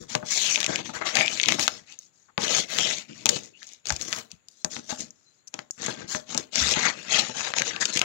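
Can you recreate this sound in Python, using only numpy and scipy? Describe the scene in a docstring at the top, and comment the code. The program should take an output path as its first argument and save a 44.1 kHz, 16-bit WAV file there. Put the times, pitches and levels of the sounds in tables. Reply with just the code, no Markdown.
"""First a knife slits the plastic film and packing tape around a cardboard parcel; then hands turn it and pull the film.
After a busy opening and a lull come more strokes, a quieter, patchy stretch, and a loud run of pulls to finish.
Blade and film rub in dense tiny slips, stretched tape lets go in sharp snaps, and the box answers with hollow knocks.
All is close to a hand-held recorder in a small room; its right microphone is much weaker, most in the upper middle."""
import sys
import numpy as np
from scipy import signal
from scipy.fft import rfft, irfft, next_fast_len
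from scipy.io import wavfile
from scipy.ndimage import uniform_filter1d, map_coordinates

SR = 44100
rng = np.random.default_rng(int(sys.argv[2]) if len(sys.argv) > 2 else 0)


def int16_out(signal):
    """Quantize to a 16-bit WAV file."""
    q = np.round(np.clip(np.atleast_2d(signal).T, -1, 1) * 32767)
    wavfile.write(sys.argv[1], SR, q.astype(np.int16))


N = 354563
TIME = np.arange(N) / SR


def amp(db):
    """Decibels to gain."""
    return 10 ** (np.asarray(db) / 20)


def unit(x):
    """Scales to rms 1."""
    return x / np.sqrt(np.mean(x ** 2) + 1e-20)


def read(points, hz):
    """Joins (f/Hz, value) points on a log-frequency axis."""
    f, value = np.transpose(points)
    return np.interp(np.log(hz + 1), np.log(f + 1), value)


def add(mix, start_s, sound):
    """Mixes a sound in at its start time."""
    part = mix[max(round(start_s * SR), 0):][:len(sound)]
    part += sound[:len(part)]


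def coloured(x, points):
    """Filters x by a (f/Hz, gain/dB) curve."""
    size = next_fast_len(N + 4096)
    gain = amp(read(points, np.fft.rfftfreq(size, 1 / SR)))
    return irfft(rfft(x, size) * gain, size)[..., :N]


def causal(db):
    """Minimum-phase impulse response with the given gains: it starts sharply, then dies."""
    cepstrum = irfft(np.log(amp(db)))
    half = len(cepstrum) // 2
    # fold the backward half of the cepstrum onto the forward half
    cepstrum[1:half] *= 2
    cepstrum[half + 1:] = 0
    return irfft(np.exp(rfft(cepstrum)))


def wander(per_s):
    """Random curve of rms 1 that heads for a new point per_s times a second."""
    return unit(np.interp(TIME * per_s, np.arange(N), rng.standard_normal(N)))


def ripple(shape, order, size):
    """Random pattern of rms 1, smoothed over order bins and size frames."""
    noise = rng.standard_normal(shape)
    across_pitch = uniform_filter1d(noise, order, axis=0)
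    return unit(uniform_filter1d(across_pitch, size, axis=1))


# colour of the still room and microphone hiss: (f/Hz, relative level per Hz/dB)
HISS_COLOUR = [(24, -53), (40, -17), (118, 3.5), (1070, -9), (1410, -5.5), (3060, -11), (4460, -12),
               (4800, -22), (6020, -23), (6820, 2.5), (7360, -6), (8550, -31), (13800, -31), (14800, -25),
               (16000, -38)]


def hiss(left_db=-66, right_db=-74):
    """Steady, independent noise in each microphone, stronger on the left."""
    noise = coloured(rng.standard_normal((2, N)), HISS_COLOUR)
    return unit(noise) * amp([[left_db], [right_db]])


def echoes(x, t60, start_s):
    """Sparse reflections of random sign, each band dying at its own speed."""
    strength = rng.standard_normal(SR)
    hits = rng.random(SR) < 4000 / SR  # about 4000 reflections per second
    taps = strength * hits * (np.arange(SR) > start_s * SR)
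    hz, t, bands = signal.stft(taps, SR, nperseg=128)
    decay = amp(-60 * t / read(t60, hz)[:, None])
    tail = signal.istft(bands * decay, SR, nperseg=128)[1]
    return signal.fftconvolve(x, tail / np.linalg.norm(tail))[:N]


# how long the small room rings: (f/Hz, t60/s)
ROOM_RING = [(100, 0.33), (400, 0.44), (1500, 0.24), (5000, 0.073), (12000, 0.31)]


def room(parcel, start_s):
    """The room returns the parcel as a ring whose length depends on pitch."""
    return echoes(parcel, ROOM_RING, start_s)


# cut that weakens all the right microphone hears of the parcel, most around 2.5 kHz: (f/Hz, cut/dB)
RIGHT_SHADE = [(60, 10.5), (250, 9), (700, 13), (1500, 19), (2500, 21.5), (4000, 15.5), (6500, 15.5),
               (8500, 8.5), (12000, 7.5), (15500, 3.5)]


def right_microphone(parcel, room_db=-11, scatter_db=0, direct_db=-6):
    """Farther off and shaded, it hears the parcel later, and much of it by reflection."""
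    lag_s = np.interp(TIME, [0, 8], [.00097, .00073])
    late = map_coordinates(parcel, [(TIME - lag_s) * SR], order=3)
    direct = coloured(late, [(400, 0.011), (2000, direct_db), (7000, direct_db - 8.5)])
    # the paths of the reflections change as the hands and the parcel move
    turn = np.pi * wander(per_s=4)
    near = [(200, 0.023), (6000, 0.021)]  # (f/Hz, t60/s)
    first = echoes(late, near, start_s=.0003)
    second = echoes(late, near, start_s=.0003)
    moving = np.cos(turn) * first + np.sin(turn) * second
    scattered = coloured(moving, [(150, -10.0), (700, -3), (2000, -0.5)])
    heard = direct + amp(scatter_db) * scattered + amp(room_db) * room(parcel, start_s=0.009)
    return coloured(heard, [(hz, -cut_db) for hz, cut_db in RIGHT_SHADE])


# the whole parcel shifting on the table: (t/s, level before output gain/dB, swell time/s)
PARCEL_SHIFTS = [(3.914, -34, 0.0096), (6.603, -36, 0.025)]


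def thumps(low_hz=73, upper_hz=122, upper_db=-7):
    """The heavy parcel rocks on the table: two low tones swell briefly and die."""
    out, t = np.zeros(N), np.arange(SR // 2) / SR
    low = np.sin(2 * np.pi * low_hz * t)
    upper = amp(upper_db) * np.sin(2 * np.pi * upper_hz * t)
    for start, level, swell_s in PARCEL_SHIFTS:
        swell = t / swell_s * np.exp(1 - t / swell_s)  # peaks at 1
        add(out, start, amp(level) * np.sqrt(2) * (low + upper) * swell)
    return out


# blade or fingers bumping the box: (t/s, level over 30 ms before output gain/dB, hardness/dB)
BOX_BUMPS = [(0.1495, -31, -16), (0.2281, -40.5, -2), (0.5741, -42, 8), (0.8929, -40.5, 11),
             (1.4845, -39.5, 16), (1.5853, -38, 16), (1.6772, -55, 6), (2.3795, -32.5, -3.5),
             (3.2566, -33.5, -16), (3.2907, -41.5, 2), (3.9042, -39, 11.5), (4.6459, -40, -9),
             (4.7642, -46, -1), (4.9239, -39, 8), (5.5398, -45.5, -9.5), (5.5876, -49, 4),
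             (5.8824, -34.5, -4), (6.1497, -35, 3), (6.35, -36.5, -19), (6.7697, -32.5, 11),
             (7.2947, -41.5, -1), (7.6088, -39, 10)]
# modes of the cardboard box: (f/Hz, relative level/dB, t60/s)
BOX_MODES = [(121, -15.5, 0.17), (159.5, -12.5, 0.091), (246.3, 0.5, 0.1), (260, -7.5, .07),
             (353, -9.5, 0.038), (600, -3.5, 0.17), (707, -8, 0.036), (850, -2, 0.075), (1079, -4.5, 0.032),
             (1250, -7, 0.036), (1420, -18.5, 0.0053), (1510, 0, 0.026)]


def knocks(place_db=3, detune=0.069, thud_db=-3, thud_t60=0.11):
    """Every bump rings the box modes over a dull thud; a hard bump rings the upper ones more."""
    out, t = np.zeros(N), np.arange(SR // 3) / SR
    hz, mode_db, t60 = np.transpose(BOX_MODES)[:, :, None]
    draws = rng.standard_normal((len(BOX_BUMPS), 3, len(BOX_MODES), 1))
    cardboard = signal.butter(2, [130, 900], "band", fs=SR, output="sos")
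    thuds = signal.sosfilt(cardboard, rng.standard_normal((len(BOX_BUMPS), len(t))))
    for (start, level, hard_db), (place, shift, side), thud in zip(BOX_BUMPS, draws, thuds):
        # each bump favours other modes, flips some, and detunes the upper ones most
        hardness = hard_db * read([(300, 0.023), (600, 0.33)], hz)
        size = np.sign(side) * amp(mode_db + place_db * place + hardness)
        pitch = hz * (1 + detune * shift * hz / hz.max())
        modes = size * amp(-60 * t / t60) * np.sin(2 * np.pi * pitch * t)
        ring = modes.sum(0) + amp(thud_db) * unit(thud) * amp(-60 * t / thud_t60)
        add(out, start, amp(level) * ring / np.std(ring[:round(.03 * SR)]))
    return out


# film and box sounding one resonance as they catch on the blade or on each other:
# (t/s, length/s, start f/Hz, end f/Hz, width/Hz, level before fades and output gain/dB)
CATCHES = [(0.312, 0.26, 4646, 2103, 1060, -31.5), (1.157, 0.15, 2075, 2560, 261, -30.5),
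           (1.863, 0.087, 2160, 2980, 500, -56), (2.28, 0.033, 1480, 1073, 700, -59.5),
           (2.411, 0.18, 591, 547, 131, -38.5), (2.436, 0.23, 2830, 3470, 500, -36),
           (2.767, 0.14, 3270, 3005, 497, -30.5), (3.278, 0.091, 585, 422, 110, -39.5),
           (3.299, 0.098, 3110, 2840, 300, -43), (3.529, 0.064, 2600, 2990, 244, -56.5),
           (3.614, 0.024, 1685, 1790, 504, -49), (4.325, 0.024, 168, 139, 50, -53.5),
           (4.565, .075, 4130, 4100, 50, -64), (5.236, .11, 4100, 4080, 100, -68),
           (5.378, 0.062, 4130, 4170, 90, -74), (5.47, 0.017, 6300, 5910, 1400, -42.5),
           (6.799, 0.12, 1920, 2200, 500, -33.5), (7.178, 0.03, 4070, 4330, 280, -27),
           (7.804, 0.041, 1740, 1865, 380, -28.5)]


def squeaks():
    """For a moment the slips feed one resonance, gliding as the film is stretched or let go."""
    out = np.zeros(N)
    noises = rng.standard_normal((len(CATCHES), 2, SR // 2))
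    for (start, length, start_hz, end_hz, width, level), noise in zip(CATCHES, noises):
        count, pole = round(length * SR), np.exp(-np.pi * width / SR)
        # slow complex noise gives the tone its width; the carrier gives it its pitch
        sway = signal.lfilter([1], np.poly([pole, pole]), noise[0] + 1j * noise[1])[-count:]
        phase = 2 * np.pi * np.cumsum(np.linspace(start_hz, end_hz, count)) / SR
        ring = (sway * np.exp(1j * phase)).real
        add(out, start, amp(level) * unit(ring) * signal.windows.tukey(count, .7))
    return out


# broad colour of the film: (f/Hz, relative level per Hz/dB)
FILM_COLOUR = [(29, -36.5), (50, -20.5), (70, -17), (208, -4.5), (240, -2), (408, -6), (586, -1.5),
               (973, -10.5), (2270, -2), (4900, 1.5), (6550, 1.5), (9180, -23.5), (12900, -35.5),
               (14900, -36.5), (16000, -34)]
# finer peaks and dips, those near 7 and 15 kHz from the microphones: (f/Hz, width/Hz, height/dB)
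FINE_DETAIL = [(119, 25, 6), (244, 17, 3.5), (414, 38, -3.5), (546, 58, -2.5), (2300, 300, 0.5),
               (4940, 520, -2), (7085, 710, 5), (8560, 700, -1), (15150, 550, 7.5)]


def film_db(hz):
    """Fixed colour of the film lying on its box, as the microphones hear it, with unit mean power over the
    given pitches."""
    colour = read(FILM_COLOUR, hz)
    for f, width, db in FINE_DETAIL:
        colour = colour + db * np.exp(-((hz - f) / width) ** 2)
    return colour - 10 * np.log10(np.mean(amp(colour) ** 2))


def posture_db(hz, boom_db, body_db, bright_db):
    """Change of colour: pressing on the box adds boom, slack film adds body, taut film is bright."""
    boom = read([(380, 0.72), (650, 0)], hz)
    body = read([(380, 0), (650, 0.77), (1600, 0.97), (2500, 0.013)], hz)
    bright = read([(1600, -0.19), (2500, -0.87), (3400, -0.3), (5800, 0.5)], hz)
    return boom_db * boom + body_db * body + bright_db * bright


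# runs of snaps, some loud and some faint, where the film gives way bit by bit:
# (t/s, length/s, centre level before colour and output gain/dB, centre brightness/dB)
GIVING_WAY = [(0.574, 0.049, -26.5, -2.5), (1.174, .09, -43, -10), (1.404, .035, -23, -3),
              (3.423, .05, -51.5, 10), (3.633, .11, -52, 12.5), (4.153, .035, -36.5, 3),
              (5.808, 0.11, -43.5, 17), (7.962, 0.025, -25, -12)]


def crackle_snaps(per_s=54, body_db=-7, spread_db=3.5, colour_spread_db=4):
    """Unevenly spaced snaps of each run, as rows (t/s, level/dB, body/dB, brightness/dB)."""
    rows = []
    for start, length, level, bright in GIVING_WAY:
        count = max(round(length * per_s), 1)
        draws = rng.uniform(-1, 1, (20, 3))[:count]
        for k, (late, size, tone) in enumerate(draws):
            when = start + length * (k + .5 + .5 * late) / count
            rows.append((when, level + spread_db * size, body_db, bright + colour_spread_db * tone))
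    return rows


# tape and film letting go: (t/s, level over 4 ms before colour and output gain/dB, body/dB, brightness/dB)
RELEASES = [(0.1516, -19.5, 1, -4), (0.34, -29.5, -26, 5), (0.5436, -34, -21, -4), (0.548, -27, -9, -14),
            (0.5586, -17.5, -19, -10.5), (0.6299, -25, -3, -6), (0.6437, -21, -16, -5),
            (0.6634, -22, -6, -7), (0.7585, -21.5, -7, -7.5), (1.1544, -20, -16, 4), (1.1697, -20, 7, -11),
            (1.2099, -33.5, 15, -31), (1.2614, -30.5, -3, 5), (1.2798, -22, -6, -13),
            (1.399, -22.5, -5.5, -16.5), (1.4369, -23.5, -6, -17), (1.459, -23.5, -25, -12),
            (1.4852, -17, 0, -8), (1.4878, -23, 11, -9), (1.4934, -23, -11, -12), (1.5222, -20.5, 1, -10),
            (1.5953, -24, 0, 5), (1.6792, -16.5, 7, -6), (1.924, -44.5, -12, 3),
            (1.9894, -51.5, -28.5, 35.5), (2.3784, -26.5, 5.5, -12), (2.7864, -19, 1, -3),
            (3.2576, -12.5, -51, -2.5), (3.266, -21.5, -11, -4), (3.2904, -15, -15, 2),
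            (3.2932, -16, -4.5, 5), (3.63, -40, -8, -2.5), (3.8563, -33, -9, -4.5), (3.8699, -29.5, -5, 2),
            (3.8867, -34, 7, 10), (3.8956, -30, 6, 12), (3.9042, -22.5, 12, -1.5), (3.9233, -29.5, 11, 3),
            (3.964, -29.5, -27, 1), (4.0132, -30.5, -8, 5), (4.021, -39, -11, 25), (4.128, -23.5, 6, -3.5),
            (4.1325, -30, 6, -3), (4.3159, -42, -18, 9.5), (4.4851, -49, -21, 16.5),
            (4.6463, -23.5, 13, 5.5), (4.7658, -39, 14, -15), (5.1062, -54.5, -18.5, 28.5),
            (5.477, -58.5, -19, 19.5), (5.5413, -30.5, -4.5, -3), (5.591, -35.5, 13.5, -4),
            (5.709, -45.5, -22, 39), (5.863, -32, -2.5, 15.5), (6.1487, -34, 20.5, -10),
            (6.3469, -28.5, 0, 2), (6.377, -23.5, 1.5, 11), (6.5574, -19, -5, -2.5),
            (6.7384, -22.5, -41, -12), (7.198, -27, -3, 5), (7.5379, -29.5, 14, -10.5),
            (7.5845, -19.5, -9, -5), (7.6198, -21, 3.5, -4), (7.7626, -30.5, -4, -12), (7.855, -19, -33, 2),
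            (7.973, -19.5, -12, -2), (7.9931, -22, -9, 2), (8.0158, -17.5, 1.5, -9)]


def snaps(flutter_db=-6, flutter_s=.0009, thin_db=-6, top_db=3):
    """Each snap is one sharp release and about a millisecond of flutter in the film."""
    out, t = np.zeros(N), np.arange(2048) / SR
    hz, span = np.fft.rfftfreq(len(t), 1 / SR), .004 * SR
    colour = film_db(hz) + top_db * read([(7500, 0), (10000, 0.93)], hz)
    rows = RELEASES + crackle_snaps()
    noises = rng.standard_normal((len(rows), len(t)))
    for (start, level, body, bright), noise in zip(rows, noises):
        release = amp(flutter_db) * noise * np.exp(-t / flutter_s)
        release[0] += 1
        boom = min(body, 0) + thin_db
        film = causal(colour + posture_db(hz, boom, body, bright))
        snap = signal.fftconvolve(release, film)
        # the film's colour, not the chance flutter, sets the energy
        energy = np.sqrt(span) * np.linalg.norm(film) / np.linalg.norm(snap)
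        add(out, start, snap * amp(level) * energy)
    return out


# pushes of the blade and pulls of the hand: (t/s, length/s, level before colour and output gain/dB,
# boom of the box/dB, body of the loose film/dB, brightness/dB, top-octave fizz/dB)
PUSHES_AND_PULLS = [(0, 0.025, -51.5, 30, 7.5, 9, 2), (0.077, 0.059, -38.5, 4, 2, 1.5, 1.5),
                    (0.233, .31, -28, -6, -3.5, 4, 3), (0.553, 0.096, -34.5, 3.5, 6.5, -2.5, -3),
                    (0.663, 0.083, -32.5, 19, 12.5, 0, -7), (0.768, 0.031, -36.5, 21.5, 9.5, -5.5, 0),
                    (0.834, 0.042, -38.5, 14, -4, -4.5, 2), (0.928, 0.035, -38, 10, 13.5, 1, 2.5),
                    (1.009, 0.013, -43, 22, 23, -11, -4), (1.041, 0.059, -30, -3.5, 6, -6, 4),
                    (1.117, 0.099, -28, 2, 8, -8, 6.5), (1.202, 0.17, -33, 3, -0.5, -4.5, 1),
                    (1.392, 0.034, -35.5, 4.5, -3, -5.5, 2), (1.415, .13, -32.5, 12, 2.5, -5.5, 6),
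                    (1.573, 0.063, -29, 0.5, -3.5, -3, 11), (1.633, 0.14, -44.5, 10, 4, 1, -7),
                    (1.845, .088, -50.5, -3.5, -0.5, -.5, -5), (1.983, 0.06, -59, 6, -10.5, 8.5, 2),
                    (2.094, 0.17, -69, 2, 3.5, 9.5, 0), (2.374, .12, -29, 3, 3, -4, 2.5),
                    (2.463, 0.13, -25, -1.5, 1, -0.5, 2), (2.664, 0.12, -34.5, 0, 3.5, -3.5, 12),
                    (2.734, 0.18, -28, -3, 0.5, -2, -0.5), (2.881, 0.12, -40, -4, -1.5, -3, 4),
                    (3.074, .04, -49.5, 27.5, -2, -6.5, -6), (3.126, 0.096, -48, 21, 2, -2, 1),
                    (3.244, 0.12, -34, 9.5, 2.5, 2.5, -2), (3.416, 0.062, -52.5, 16, -1, 1.5, -1),
                    (3.532, 0.21, -53, 1, -5, 0, 1), (3.838, 0.099, -40.5, 5.5, -2, -2.5, 6.5),
                    (3.959, 0.16, -41, 8.5, 3.5, 3.5, 7.5), (4.095, 0.089, -41, 8, 5.5, 0.5, 16.5),
                    (4.299, 0.019, -55.5, 2.5, 1.5, -3, 3), (4.436, 0.19, -65.5, -2.5, -5.5, 12, 3),
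                    (4.692, 0.067, -40.5, 12.5, 2, 8, -4), (4.775, 0.021, -49, 14, 5, 1, -7),
                    (4.81, 0.11, -53, 6, -2.5, 7, 0), (4.883, 0.041, -36.5, -5, 11, 4.5, 4.5),
                    (4.978, 0.032, -38.5, 11, -1, 6, 0.5), (5.068, 0.32, -74, -4, 1.5, 12, -1),
                    (5.513, 0.098, -57, 2.5, 11.5, 1.5, -9), (5.7, 0.084, -65, -1.5, -3.5, 19.5, -4),
                    (5.762, 0.16, -38, 14.5, 8, -2, -0.5), (5.957, 0.073, -48.5, 29.5, 12.5, -5, -6),
                    (6.066, 0.093, -37, -2.5, 6, 7, 4), (6.253, 0.14, -38.5, 10, 5, -0.5, 0),
                    (6.507, 0.21, -23, -1, 0, 0, -1), (6.706, .18, -28.5, 1, 10.5, -4, -4.5),
                    (6.925, .15, -43, 7, 4.5, -8, 3), (7.076, 0.12, -23, -5.5, 1, -7, -1),
                    (7.2, 0.098, -36.5, 3, 1.5, -5, -7), (7.314, .17, -32.5, 1.5, 8, -3.5, -3.5),
                    (7.543, 0.054, -27.5, -1, 7, -5, -11), (7.634, 0.058, -30, -1.5, 2, -2.5, -6),
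                    (7.695, .07, -43, 11, 16, -6, 0), (7.798, 0.026, -26.5, 2.5, 5, 3.5, -6),
                    (7.87, 0.032, -34.5, 8.5, 1, -1, -5), (7.918, 0.043, -28, 3.5, -1, 0, 0),
                    (7.994, 0.063, -43, 11, 22, -1, 5)]
# how fast the sound dies once the stroke stops: (f/Hz, decay in dB/s)
STROKE_DECAY = [(200, 231), (1000, 272), (2800, 278.5), (6000, 322)]


def stroke_gain(hz, t, attack_s=0.11, attack_share=0.52):
    """Gain over pitch and time: every stroke swells, holds and dies away, its treble fastest."""
    power, hz = np.zeros((len(hz), len(t))), hz[:, None]
    for start, length, level, boom, body, bright, fizz in PUSHES_AND_PULLS:
        now = (t > start) & (t < start + length + .5)
        age = t[now] - start
        # a short stroke gathers speed over a share of its length
        rise_s = min(attack_s, attack_share * length)
        swell = np.sin(np.pi / 2 * np.minimum(age / rise_s, 1)) ** 2
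        fade_db = read(STROKE_DECAY, hz) * np.maximum(age - length, 0)
        # taut film and peeling tape fizz in the top octave
        fizz_db = fizz * read([(7500, 0.1), (11000, 1)], hz)
        colour_db = posture_db(hz, boom, body, bright) + fizz_db
        power[:, now] += (swell * amp(level + colour_db - fade_db)) ** 2
    return np.sqrt(power)


def slips(per_s, spread_db):
    """A random train of tiny slips of either sign, their sizes scattered exponentially in dB."""
    size = amp(spread_db * np.minimum(rng.exponential(1, N), 4))
    sign = rng.choice([-1., 1.], N)
    return unit(sign * size * (rng.random(N) < per_s / SR))


def rubbing(chatter_db=2.26, crinkle_db=-13, patchy_db=3.0, facet_db=2.5, unsteady_db=1.0):
    """Dense slips and sparse crinkles sound the film, whose resonances shift as it bends."""
    dense = slips(per_s=9000, spread_db=2.5)
    dense = dense * amp(chatter_db * wander(per_s=400) + unsteady_db * wander(per_s=50))
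    drive = unit(dense + amp(crinkle_db) * slips(per_s=230, spread_db=-1.0))
    fine = np.geomspace(20, SR / 2, 600)
    film = coloured(drive, np.c_[fine, film_db(fine)])
    hz, t, bands = signal.stft(film, SR, nperseg=512, noverlap=384)
    # broad patches come and go quickly, narrow resonances of single folds last longer
    patches = patchy_db * ripple(bands.shape, order=8, size=6)
    folds = facet_db * ripple(bands.shape, order=2, size=40)
    shifting = amp(patches + folds)
    # hold their mean power steady across the main band
    main_band = (hz > 1500) & (hz < 7500)
    shifting /= np.sqrt(np.mean(shifting[main_band] ** 2, axis=0))
    rubbed = bands * shifting * stroke_gain(hz, t)
    return signal.istft(rubbed, SR, nperseg=512, noverlap=384)[1][:N]


def scene(room_db=-18, table_db=-15, output_db=6.0):
    """Parcel, near surfaces and room, as they reach the two microphones."""
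    parcel = rubbing() + snaps() + knocks() + thumps() + squeaks()
    table = echoes(parcel, [(200, 0.15), (6000, 0.038)], start_s=.002)
    left = parcel + amp(table_db) * table + amp(room_db) * room(parcel, start_s=0.013)
    right = right_microphone(parcel)
    return amp(output_db) * np.array([left, right]) + hiss()


def record(dry, low_cut_hz=52, edge_hz=16100):
    """The recorder drops the deepest bass, clips peaks at full scale, then limits the band."""
    low_cut = signal.butter(3, low_cut_hz, "high", fs=SR, output="sos")
    limited = np.clip(signal.sosfilt(low_cut, dry), -1, 1)
    band_limit = signal.firwin(255, edge_hz, window=("kaiser", 9), fs=SR)
    return signal.oaconvolve(limited, band_limit[None], "same")


dry = scene()
out = record(dry)
int16_out(out)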